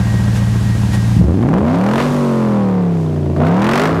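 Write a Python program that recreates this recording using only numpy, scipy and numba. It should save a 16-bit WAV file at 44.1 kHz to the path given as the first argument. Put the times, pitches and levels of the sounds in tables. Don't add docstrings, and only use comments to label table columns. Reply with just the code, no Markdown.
import sys
import numpy as np
from scipy import signal
from scipy.fft import rfft, irfft
from scipy.io import wavfile
from numba import njit

SR = 44100
rng = np.random.default_rng(int(sys.argv[2]) if len(sys.argv) > 2 else 0)


def to_wav(sig):
    pcm = np.clip(np.atleast_2d(sig), -1, 1) * 32767
    pcm = np.round(pcm).astype(np.int16)
    wavfile.write(sys.argv[1], SR, pcm.T)


N = 176400

# t/s, four-stroke cycle rate/Hz
SPEED = [(0, 7.2), (1.14, 7.2), (1.25, 8.7), (1.4, 13.5), (1.45, 16.2), (1.58, 24.3), (1.76, 34.6),
         (1.88, 41), (2.0, 47.4), (2.07, 49.5), (2.15, 49), (2.4, 44), (2.67, 38.2), (3.08, 31),
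         (3.25, 28.8), (3.37, 28.5), (3.43, 30.4), (3.67, 42.8), (3.84, 52.4), (3.93, 55.2), (4, 55.1)]
# t/s, bank beat/dB, firing tone/dB, rasp/dB, firing scatter/share
EXHAUST = [(1.17, -45, -30, -31, .2), (1.25, -2, -2, -21, 0.07), (1.41, -17.5, 4, -18, 0.31),
           (1.55, 11, 11, -22, 0.24), (1.75, 17.5, 16, -1.5, 0.076), (1.9, 21, -5, -21, 0.087),
           (2.0, 15, 12, 8.5, 0.097), (2.12, 16, 1.5, -5.5, 0.37), (2.22, 15, 10.5, -7.5, 0.029),
           (2.55, 16.5, -5, -8.5, .03), (2.8, 14, -35, -11, 0.03), (2.95, 10.5, -52, -15, .04),
           (3.35, 6.5, -32, -20, 0.26), (3.41, 14, 7, -14, .13), (3.6, 18, 6.5, -3.5, 0.14),
           (3.83, 17.5, 21, 5, 0.1), (4.0, 13.5, 16, -5.5, 0.31)]
# f/Hz, gain/dB
BARK_PIPE = [(100, 9.5), (1050, 13), (2500, -5), (16000, -33)]


def undb(db):
    return 10 ** (np.asarray(db) / 20)


def curve(rows, at, column=1):
    rows = np.array(rows, float)
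    return np.interp(at, rows[:, 0], rows[:, column])


def colour(x, response):
    size = 2 ** 18
    hz, db = np.array(response, float).T
    f = np.maximum(np.arange(size // 2 + 1) * SR / size, 1)
    cepstrum = irfft(np.log(undb(np.interp(np.log(f), np.log(hz), db))))
    cepstrum[1:size // 2] *= 2
    cepstrum[size // 2 + 1:] = 0
    return irfft(rfft(x, size) * np.exp(rfft(cepstrum)))[:N]


def pulses(times_s, sizes):
    whole, part = np.divmod(np.clip(times_s * SR, 0, N), 1)
    whole = whole.astype(int)
    clicks = np.bincount(whole, sizes * (1 - part), N + 2) + np.bincount(whole + 1, sizes * part, N + 2)
    return clicks[:N]


@njit
def follow(x, start, attack_s, release_s):
    attack, release = 1 / (attack_s * SR), 1 / (release_s * SR)
    out, level = np.empty(len(x)), start
    for i in range(len(x)):
        level += (x[i] - level) * (attack if x[i] > level else release)
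        out[i] = level
    return out


def resonance(hz, width_hz):
    ring = signal.lfilter(*signal.iirpeak(hz, hz / width_hz, SR), rng.standard_normal(N))
    return ring / np.std(ring)


def gas(envelope, pipe):
    puffs = colour(rng.standard_normal(N) * envelope, pipe)
    return puffs / np.std(colour(rng.standard_normal(N), pipe))


def engine_bay(t):
    # f/Hz, gain/dB
    hiss_spectrum = [(40, -42), (200, 7.5), (1020, 0), (1350, -3.5), (2400, -6), (6800, -11), (11400, -18),
                     (16000, -31)]
    # t/s, level/dB
    hiss_db = [(0, -26), (1.15, -20.5), (1.5, -21.5), (2.1, -5), (2.8, -23.5), (3.0, -18), (3.3, -25.5),
               (4, -17)]
    # f/Hz, width/Hz, level at idle/dB
    belt_modes = [(1886, 5.8, -32.5), (1612, 70, -34)]
    # t/s, half-width/s, rise/dB
    scuffs = [(0.365, 0.023, 5), (.945, .017, 6.5)]
    scuff_gain = undb(sum(db * np.exp(-((t - at) / width) ** 2) for at, width, db in scuffs))
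    belt_gain = np.sqrt(SPEED[0][1] / curve(SPEED, t))
    belt = belt_gain * sum(undb(db) * resonance(hz, width) for hz, width, db in belt_modes)
    hiss = colour(rng.standard_normal(N), hiss_spectrum)
    return scuff_gain * (hiss / np.std(hiss) * undb(curve(hiss_db, t)) + belt)


def booms(t):
    # t/s, half-width/s, f/Hz, level/dB
    swells = [(1.2, .028, 173, 5.5), (2.125, 0.031, 140.6, 12.5), (3.968, 0.038, 99, 15)]
    return sum(undb(db) * np.exp(-((t - at) / width) ** 2) * np.sin(2 * np.pi * hz * (t - at))
               for at, width, hz, db in swells)


def cracks(t, decay_s=.004):
    # t/s, level/dB
    bursts = [(1.289, -8), (1.427, 4), (1.487, 7), (1.538, 9), (1.582, 9), (1.68, 10), (3.259, -2),
              (3.363, 0), (3.468, 14)]
    envelope = sum(undb(db) * (t >= at) * np.exp(-np.abs(t - at) / decay_s) for at, db in bursts)
    return gas(envelope, BARK_PIPE)


def barks(t, decay_s=.006):
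    # t/s, level/dB
    bark_db = [(1.3, -70), (1.7, -10), (1.83, 9), (1.99, 17), (2.1, -30), (3.35, -30), (3.43, 2), (3.58, 5),
               (3.62, 15), (3.76, 22), (3.86, 19), (3.92, 3)]
    anchors_s = (1.838, 3.619)
    cycle_hz = curve(SPEED, t)
    cycle = np.cumsum(cycle_hz) / SR
    anchor_cycle = np.where(t < np.mean(anchors_s), *np.interp(anchors_s, t, cycle))
    age_s = (cycle - anchor_cycle) % 1 / cycle_hz
    return gas(undb(curve(bark_db, t)) * np.exp(-age_s / decay_s), BARK_PIPE)


def snarl(t):
    # multiple of cycle rate, level before tilt/dB re bank beat
    overtones = [(6, -14), (10, -15), (12, -21), (13, -20), (15, -21), (18, -22), (20, -23), (21, -21),
                 (23, -22), (25, -21), (26, -24), (28, -24)]
    # t/s, tilt about the 10th multiple/(dB/octave)
    brightness = [(2.15, -4), (2.8, -3.5), (2.95, -8), (3.33, -6), (3.42, 4), (3.75, 0.5)]
    cycle = np.cumsum(curve(SPEED, t)) / SR
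    tilt = curve(brightness, t)
    tones = sum(undb(db + tilt * np.log2(k / 10)) * np.sin(2 * np.pi * (k * cycle + rng.random()))
                for k, db in overtones)
    return tones * undb(curve(EXHAUST, t))


def exhaust(t, valve_hz=1260):
    # strength signed by bank, rasp/dB, lag/firing intervals
    cylinders = [(1, 11, 0.02), (-0.36, -14, -0.024), (-0.54, -1, -0.00092), (0.63, 7, 0.097),
                 (-0.58, 6, -0.067), (0.28, -1, -0.032), (0.63, -30, 0.046), (-0.77, 5.5, -0.074)]
    # t/s, level/dB
    burble_db = [(0, -24), (1.12, -19.5), (1.22, -4.5), (1.4, -26)]
    # f/Hz, gain/dB
    burble_pipe = [(40, -14.5), (57, 6.5), (80, 17.5), (97, 10), (115, 18.5), (136, 5.5), (160, 0),
                   (195, 14), (240, -3.5), (310, -4.5), (420, -22.5), (1000, -92)]
    beat_pipe = [(30, -31), (84, 4.5), (105, -4.5), (170, 5), (235, 0.5), (300, -6.5), (550, -19),
                 (850, -30.5), (1400, -43.5)]
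    tone_pipe = [(30, -35), (65, 9), (110, 3), (270, 0), (400, -10), (600, -36), (2000, -33.5)]
    rasp_pipe = [(60, 10.5), (500, 12.5), (1050, 7.5), (1500, -0.5), (4000, -12.5), (16000, -37)]
    jitter, puff_decay = .12, .67

    firing_hz = len(cylinders) * curve(SPEED, t)
    count = np.cumsum(firing_hz) / SR
    firing = np.arange(int(count[-1]) + 1)
    time_noise, tone_noise, beat_noise, puff_noise = rng.standard_normal((N // 100, 4))[firing].T
    bank, rasp_db, lag = np.array(cylinders)[firing % len(cylinders)].T
    scatter = curve(EXHAUST, np.interp(firing, count, t), column=4)
    fire_s = np.interp(firing + lag + jitter * scatter * time_noise, count, t)
    interval_samples = SR / np.interp(fire_s, t, firing_hz)

    def ring(pipe, db, strength):
        return colour(pulses(fire_s, interval_samples * undb(db) * strength), pipe)

    burble = ring(burble_pipe, curve(burble_db, fire_s), 1 + .55 * bank + .06 * beat_noise)
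    beat = ring(beat_pipe, curve(EXHAUST, fire_s, column=1), bank + scatter * beat_noise)
    tone = ring(tone_pipe, curve(EXHAUST, fire_s, column=2), 1 + scatter * tone_noise)
    puff_peak = undb(rasp_db + 1.6 * puff_noise)[count.astype(int)]
    flow = 1 + puff_peak * np.exp(-(count % 1) / puff_decay)
    rasp = gas(flow * undb(curve(EXHAUST, t, column=3)), rasp_pipe)
    band = signal.butter(3, [38, valve_hz], "band", fs=SR, output="sos")
    return signal.sosfilt(band, burble + beat + tone) + rasp


def scene(wall_db=-20, wall_decay_s=.06):
    t = np.arange(N) / SR
    car = exhaust(t)
    for _ in range(2):
        car += snarl(t) + barks(t)
    car += cracks(t) + booms(t)
    tail = rng.standard_normal(N) * np.exp(-t / wall_decay_s)
    wall = signal.fftconvolve(car, tail / np.linalg.norm(tail))[:N]
    return (car + undb(wall_db) * wall + engine_bay(t))[None]


def record(dry):
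    limit, knee, bias = undb(16), 33, .094
    low_cut_hz, treble_hz, top_hz = 145, 2200, 15600
    agc_threshold, out_db = .59, -5.5
    drive = dry[0] / limit + bias
    mic = limit * (drive / (1 + np.abs(drive) ** knee) ** (1 / knee) - bias)
    treble = signal.butter(2, treble_hz, "high", fs=SR)
    for _ in range(2):
        mic += .3 * signal.lfilter(*treble, dry[0] - mic)
    thin = signal.lfilter(*signal.butter(1, low_cut_hz, "high", fs=SR), mic)
    level = follow(np.abs(thin), agc_threshold, attack_s=.034, release_s=.41)
    agc_gain = agc_threshold / np.maximum(level, agc_threshold)
    out = np.clip(undb(out_db) * agc_gain * thin, -1, 1)
    return signal.sosfilt(signal.ellip(10, .1, 80, top_hz, fs=SR, output="sos"), out)[None]


dry = scene()
out = record(dry)
to_wav(out)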